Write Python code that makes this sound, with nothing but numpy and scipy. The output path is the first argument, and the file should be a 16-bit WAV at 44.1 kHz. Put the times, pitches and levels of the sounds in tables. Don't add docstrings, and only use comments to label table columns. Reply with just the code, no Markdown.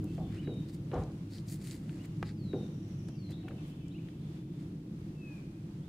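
import sys
import numpy as np
from scipy import signal
from scipy.fft import rfft, irfft, next_fast_len
from scipy.io import wavfile

SR = 44100
rng = np.random.default_rng(int(sys.argv[2]) if len(sys.argv) > 2 else 0)


def dump(signal):
    limited = np.clip(np.atleast_2d(signal).T, -1, 1)
    pcm = np.round(limited * 32767).astype(np.int16)
    wavfile.write(sys.argv[1], SR, pcm)


N = 259308
TIME = np.arange(N) / SR

# f/Hz, side minus mid/dB
HORSE_WIDTH = [(150, -53), (700, -19), (1400, -14), (3000, -9), (12000, -7)]
# t/s, knock level/dB, knock low edge/Hz, knock high edge/Hz, knock attack/s,
# edge click level/dB, thud level/dB (knock and thud ahead of the floor's trim)
STEPS = [(0.031, -53, 150, 900, .003, -56, -52), (.179, -45.5, 553, 850, 0.00088, -48, -38),
         (.473, -36.3, 125, 420, 0.0011, -41, -50), (.915, -42.5, 180, 790, .001, -37, -43),
         (.924, -33.5, 283, 995, 0.012, -50, -33), (2.532, -31.5, 189, 490, 0.002, -43, -53),
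         (3.085, -57.5, 397, 960, 0.0013, -45.5, -54), (3.291, -56.5, 397, 1020, 0.0012, -48, -62),
         (3.43, -56.5, 395, 845, .016, -51, -60), (3.482, -54.5, 400, 780, .018, -34, -55)]


def undb(db):
    return 10 ** (np.asarray(db) / 20)


def unit(x):
    return x / np.sqrt(np.mean(x ** 2))


def shape(x, gain):
    size = next_fast_len(x.shape[-1] + 2048)
    hz = np.maximum(np.arange(size // 2 + 1) * SR / size, 1)
    return irfft(rfft(x, size) * gain(hz), size)[..., :x.shape[-1]]


def contour(points, hz):
    f, db = np.transpose(points)
    return undb(np.interp(np.log(hz), np.log(f), db))


def noise(colour, size, width, tilt_db=0):
    white = rng.standard_normal((2, size))
    mid, side = shape(white, lambda hz: contour(colour, hz) * undb(tilt_db * np.log2(hz / 1000)))
    side = shape(side, lambda hz: contour(width, hz))
    return np.array([mid + side, mid - side]) / np.std(mid)


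def band(x, low_hz, high_hz):
    return signal.sosfilt(signal.butter(2, [low_hz, high_hz], "band", fs=SR, output="sos"), x)


def fade(t, t60):
    return np.exp(-np.log(1000) * t / t60)


def walk(rate_hz, size):
    place = np.arange(size) * rate_hz / SR
    knots = rng.standard_normal(int(place[-1]) + 2)
    return np.interp(place, np.arange(len(knots)), knots)


def add(out, s, x):
    start = max(int(s * SR), 0)
    out[:, start:start + x.shape[-1]] += x[..., :N - start]


def scatter(x, t60, wet_db):
    t = np.arange(SR // 2) / SR
    tail = rng.standard_normal((2, len(t))) * fade(t, t60)
    tail /= np.sqrt(np.sum(tail ** 2, axis=1, keepdims=True))
    return x + undb(wet_db) * signal.fftconvolve(x, tail, axes=1)[:, :N]


def hum(hz=103.15, hold_db=-48.5, hold_s=2.68, fade_db_per_s=8, rest_db=-62, waver_db=3.5):
    level_db = np.maximum(hold_db - fade_db_per_s * np.maximum(TIME - hold_s, 0), rest_db)
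    pitch_hz = hz + 1.77 * walk(6, N)
    tone = np.sqrt(2) * np.sin(2 * np.pi * np.cumsum(pitch_hz) / SR)
    return tone * undb(level_db + waver_db * walk(5.7, N))


def outdoors(rumble_trim_db=1.47, air_db=-65.5, air_fade_db_per_s=0.34, air_waver_db=1.5):
    # f/Hz, level/dB
    rumble_colour = [(15, -35), (40, -16), (85, -13), (120, -5.5), (152, 0.5), (210, -6), (245, -15.5),
                     (275, -8.5), (325, -8.5), (370, -18.5), (420, -25), (500, -28.5), (620, -42),
                     (1200, -63.5)]
    air_colour = [(200, -4), (600, 8), (1000, 1), (1600, -3), (2900, -5), (4500, -8), (7000, -12.5),
                  (10000, -16), (15500, -25.5)]
    # t/s, level/dB
    rumble_ride = [(0.0, -38), (1.39, -44.5), (1.77, -42), (5.26, -43.5), (5.88, -45)]
    # f/Hz, side minus mid/dB
    width = [(130, -55), (280, -29), (450, -8), (700, -1), (1200, 1), (12000, 1)]
    rumble_db = rumble_trim_db + np.interp(TIME, *np.transpose(rumble_ride))
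    low_end = noise(rumble_colour, N, width) * undb(rumble_db) + hum()
    air = noise(air_colour, N, width)
    return low_end + air * undb(air_db - air_fade_db_per_s * TIME + air_waver_db * walk(11, N))


def note(length, first_hz, last_hz, bend, crest, waver=0.0042, flutter_db=3.0, swell=1.3):
    progress = np.linspace(0, 1, int(length * SR))
    hz = first_hz + (last_hz - first_hz) * np.expm1(-bend * progress) / np.expm1(-bend)
    hz = hz * (1 + waver * walk(149.2, len(progress)))
    tone = np.sqrt(2) * np.sin(2 * np.pi * np.cumsum(hz) / SR)
    effort = np.sin(np.pi / 2 * np.interp(progress, [0, crest, 1], [0, 1, 0])) ** swell
    return tone * effort * undb(flutter_db * walk(69, len(progress)))


def chorus(count=260, centre_hz=2950, octaves=0.33, base_db=-104):
    bouts = [(0.15, 0.33, -83), (3.5, 0.72, -86.5)]
    out = np.zeros((2, N))
    for when, pitch, slide, length in rng.random((count, 4)):
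        s = when * N / SR
        first_hz = centre_hz * 2 ** (octaves * (2 * pitch - 1))
        last_hz = first_hz * (0.75 + 0.5 * slide)
        bout_gain = sum(undb(db) * np.exp(-((s - middle) / half) ** 2) for middle, half, db in bouts)
        call = note(0.0302 + 0.0698 * length, first_hz, last_hz, bend=1, crest=0.52, waver=0.0226)
        add(out, s, call * (undb(base_db) + bout_gain))
    return scatter(out, t60=1.0, wet_db=14.5)


def trill(count=8, start_s=2.548, step_s=0.083, peak_s=2.9, dry_db=-73, swell_db_per_s=19):
    out = np.zeros((2, N))
    for s in start_s + step_s * np.arange(count):
        db = dry_db - swell_db_per_s * abs(s - peak_s)
        for ratio, voice_db in (1, 0), (0.53, -9.5):
            call = note(0.044, 6700 * ratio, 5250 * ratio, bend=0.74, crest=0.63,
                        waver=0.0142, swell=0.75)
            add(out, s, call * undb(db + voice_db))
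    return scatter(out, t60=0.93, wet_db=6.5)


def birds():
    # t/s, length/s, first f/Hz, last f/Hz, bend, dry level/dB
    whistles = [(.4, 0.27, 3980, 3600, 0.3, -63.5), (2.318, 0.42, 5900, 3590, 4.5, -64.5),
                (3.09, 0.4, 5880, 3720, 3.5, -67.5), (4.045, 0.63, 3190, 3620, 1, -80.5),
                (5.134, .3, 2678, 2220, -1.5, -60.5), (5.193, 0.28, 1790, 1550, .5, -77)]
    # t/s, length/s, top f/Hz, dry level/dB
    chirps = [(0.362, 0.056, 3090, -59), (1.979, .054, 2995, -63.5), (3.312, 0.044, 3840, -61),
              (3.9, .035, 3930, -69), (3.935, .042, 3016, -60), (3.975, 0.029, 2680, -64),
              (5.814, 0.055, 3770, -72)]
    out = np.zeros((2, N))
    for s, length, first_hz, last_hz, bend, db in whistles:
        call = note(length, first_hz, last_hz, bend, crest=0.49, waver=0.006, flutter_db=-1.5, swell=1.46)
        add(out, s, call * undb(db))
    for s, length, top_hz, db in chirps:
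        call = note(length, 0.73 * top_hz, top_hz, bend=1.93, crest=0.58, waver=0.011, flutter_db=0.5)
        add(out, s, call * undb(db))
    return scatter(out, t60=0.82, wet_db=-1.5)


def swishes(rise_share=0.55, grain_db=3.0, grain_rate_hz=600, rasp_hz=4600, rasp_octaves=0.34):
    # peak t/s, length/s, level/dB, tilt/dB per octave, rasp/dB
    strokes = [(0.153, 0.17, -69, -1, 1), (.355, .095, -54, -6.3, -1), (0.442, 0.047, -60.5, -6, -1),
               (0.696, 0.034, -63.5, 0.5, 6), (0.745, 0.038, -62.5, 3.5, 3), (1.011, 0.073, -66.5, -3, -6),
               (1.36, 0.092, -57.5, .5, 8), (1.528, 0.074, -52, 4, 0), (1.701, 0.15, -54.5, 1, -0.5),
               (1.933, 0.32, -68.5, -2, -2), (2.05, .028, -60.5, -4, -2), (2.286, 0.065, -54, -5.5, 5.5),
               (3.317, 0.033, -61.5, -2.5, 4), (3.688, .068, -70.5, 7, 0), (4.61, 0.068, -69.5, -3, 1)]
    # f/Hz, level/dB
    brush_colour = [(500, -30), (1200, -6.5), (2000, 3), (3200, -5), (4500, 2), (5900, -6.5), (7000, -1),
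                    (8200, -2.5), (10000, -5), (11200, -10.5), (15500, -13)]
    out, t = np.zeros((2, N)), np.arange(SR * 3 // 4) / SR
    for s, length, db, tilt_db, rasp_db in strokes:
        rise, fall = length * rise_share, length * (1 - rise_share)
        start = max(s - 2 * rise, 0)
        since_peak = start + t - s
        envelope = np.exp(-(since_peak / np.where(since_peak < 0, rise, fall)) ** 2)
        rub = noise(brush_colour, len(t), HORSE_WIDTH, tilt_db)
        rub = shape(rub, lambda hz: undb(rasp_db * np.exp(-(np.log2(hz / rasp_hz) / rasp_octaves) ** 2)))
        add(out, start, unit(rub) * envelope * undb(db + grain_db * walk(grain_rate_hz, len(t))))
    return out


def tick(db, hz, t60, band_ratio=1.49, crack_db=-17, crest_db=10.5):
    t = np.arange(SR // 8) / SR
    burst = noise([(500, 12), (15000, -11)], len(t), HORSE_WIDTH)
    ring = unit(band(burst, hz / band_ratio, hz * band_ratio))
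    return (ring + undb(crack_db) * burst) * fade(t, t60) * undb(db - crest_db)


def jostle(count=12, moving_s=4.7, level_db=-56, spread_db=4, centre_hz=4500, octaves=0.55):
    out = np.zeros((2, N))
    for when, pitch, force in rng.random((count, 3)):
        db = level_db + spread_db * (2 * force - 1)
        hz = centre_hz * 2 ** (octaves * (2 * pitch - 1))
        add(out, when * moving_s, tick(db, hz, t60=0.02))
    return out


def clack(hit_s=2.2282, bounce_s=0.002465, bounce_db=-6.5):
    # f/Hz, peak level/dB, t60/s
    modes = [(1160, -18.7, 0.0022), (600, -27, 0.0047), (835, -64, 0.55)]
    out, t = np.zeros((2, N)), np.arange(SR // 3) / SR
    hit = sum(np.sin(2 * np.pi * hz * t) * fade(t, t60) * undb(db) for hz, db, t60 in modes)
    add(out, hit_s, hit)
    add(out, hit_s + bounce_s, hit * undb(bounce_db))
    return out


def clicks(edge_hz=2050, edge_t60_s=0.03):
    # t/s, peak level/dB, centre f/Hz, t60/s
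    sharp_clicks = [(0.042, -43, 11000, .017), (.942, -49, 5900, .04), (1.036, -43, 5750, .015),
                    (1.383, -40, 4000, .015), (1.483, -41.5, 5500, 0.047), (1.711, -26, 4380, .008),
                    (1.894, -42, 2400, 0.019), (2.057, -45, 11000, .012), (2.2304, -34.5, 1690, 0.016),
                    (3.085, -44.5, 6550, .025), (3.307, -47.5, 9500, .029), (3.485, -51, 10000, .022),
                    (3.508, -45.5, 1550, 0.086), (3.882, -49, 6500, 0.016), (4.086, -42.5, 2570, 0.014)]
    out = np.zeros((2, N))
    for s, *_, edge_db, _ in STEPS:
        add(out, s, tick(edge_db, edge_hz, edge_t60_s))
    for s, db, hz, t60 in sharp_clicks:
        add(out, s, tick(db, hz, t60))
    return scatter(out + clack() + jostle(), t60=0.093, wet_db=-12.5)


def boom(level_db, low_hz, high_hz, attack_s, t60,
         panel_db=1.0, rattle_db=2.0, rattle_rate_hz=130, mode_spread_db=2.8):
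    # f/Hz, relative level/dB, t60 as a multiple of the blow's
    trailer_modes = [(55, 2.5, 1.1), (82.4, 2.5, 0.6), (112.3, -4, 2.2), (161.5, 4.5, 0.57),
                     (207, -0.5, 1.3), (284.7, -1.5, 1.18), (334.3, -2.5, 1.86), (384.9, 7, 0.59),
                     (461, -11, 1.2), (487, 2, 0.75), (520, -11, 1.9), (635, -14, 1.1), (667, -3, 0.26),
                     (746, -1, 0.82), (796, -11, 1.25), (878, -18, 1.4), (1041, -13, 1.3),
                     (1102, -9.5, 1.1), (1196, -5.5, 0.84), (1250, -29, 0.75), (1396, -7, 1),
                     (1513, -3, 0.76)]
    # f/Hz, level/dB
    panel_colour = [(40, -18), (120, 0.5), (400, -1), (750, -4.5), (960, -8.5), (1250, -9), (1550, -10),
                    (2000, -11.5), (4000, -7), (12000, -24)]
    t = np.arange(SR // 2) / SR
    hz, db, t60_ratio = np.transpose(trailer_modes)[:, :, None]
    gain = undb(db + mode_spread_db * rng.standard_normal(hz.shape))
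    modes = gain * np.sin(2 * np.pi * (hz * t + rng.random(hz.shape))) * fade(t, t60 * t60_ratio)
    ring = modes.sum(axis=0) / np.sqrt(np.sum(gain ** 2) / 2)
    panels = noise(panel_colour, len(t), HORSE_WIDTH) * fade(t, t60)
    panels *= undb(panel_db + rattle_db * walk(rattle_rate_hz, len(t)))
    attack = 1 - np.exp(-(t / attack_s) ** 2)
    body = band((ring + panels) * attack, low_hz, high_hz)
    return body * undb(level_db) / np.std(body[:, :SR // 25])


def hooves(floor_trim_db=-3.0, thud_lag_s=0.031):
    out = np.zeros((2, N))
    for s, knock_db, low_hz, high_hz, attack_s, _, thud_db in STEPS:
        add(out, s, boom(knock_db, low_hz, high_hz, attack_s, t60=0.43))
        add(out, s + thud_lag_s, boom(thud_db, low_hz=47, high_hz=188, attack_s=0.0088, t60=0.32))
    return out * undb(floor_trim_db)


def scene(left_lean=0.052):
    # f/Hz, weight/dB
    lean_curve = [(150, -29), (500, -6), (1100, 4.5)]
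    sources = hooves() + clicks() + swishes() + birds() + trill() + chorus()
    lean = left_lean * shape(sources, lambda hz: contour(lean_curve, hz))
    return outdoors() + sources + np.array([[1], [-1]]) * lean


def record(dry, top_hz=15500):
    return signal.sosfilt(signal.ellip(10, 0.1, 80, top_hz, fs=SR, output="sos"), dry)


dry = scene()
out = record(dry)
dump(out)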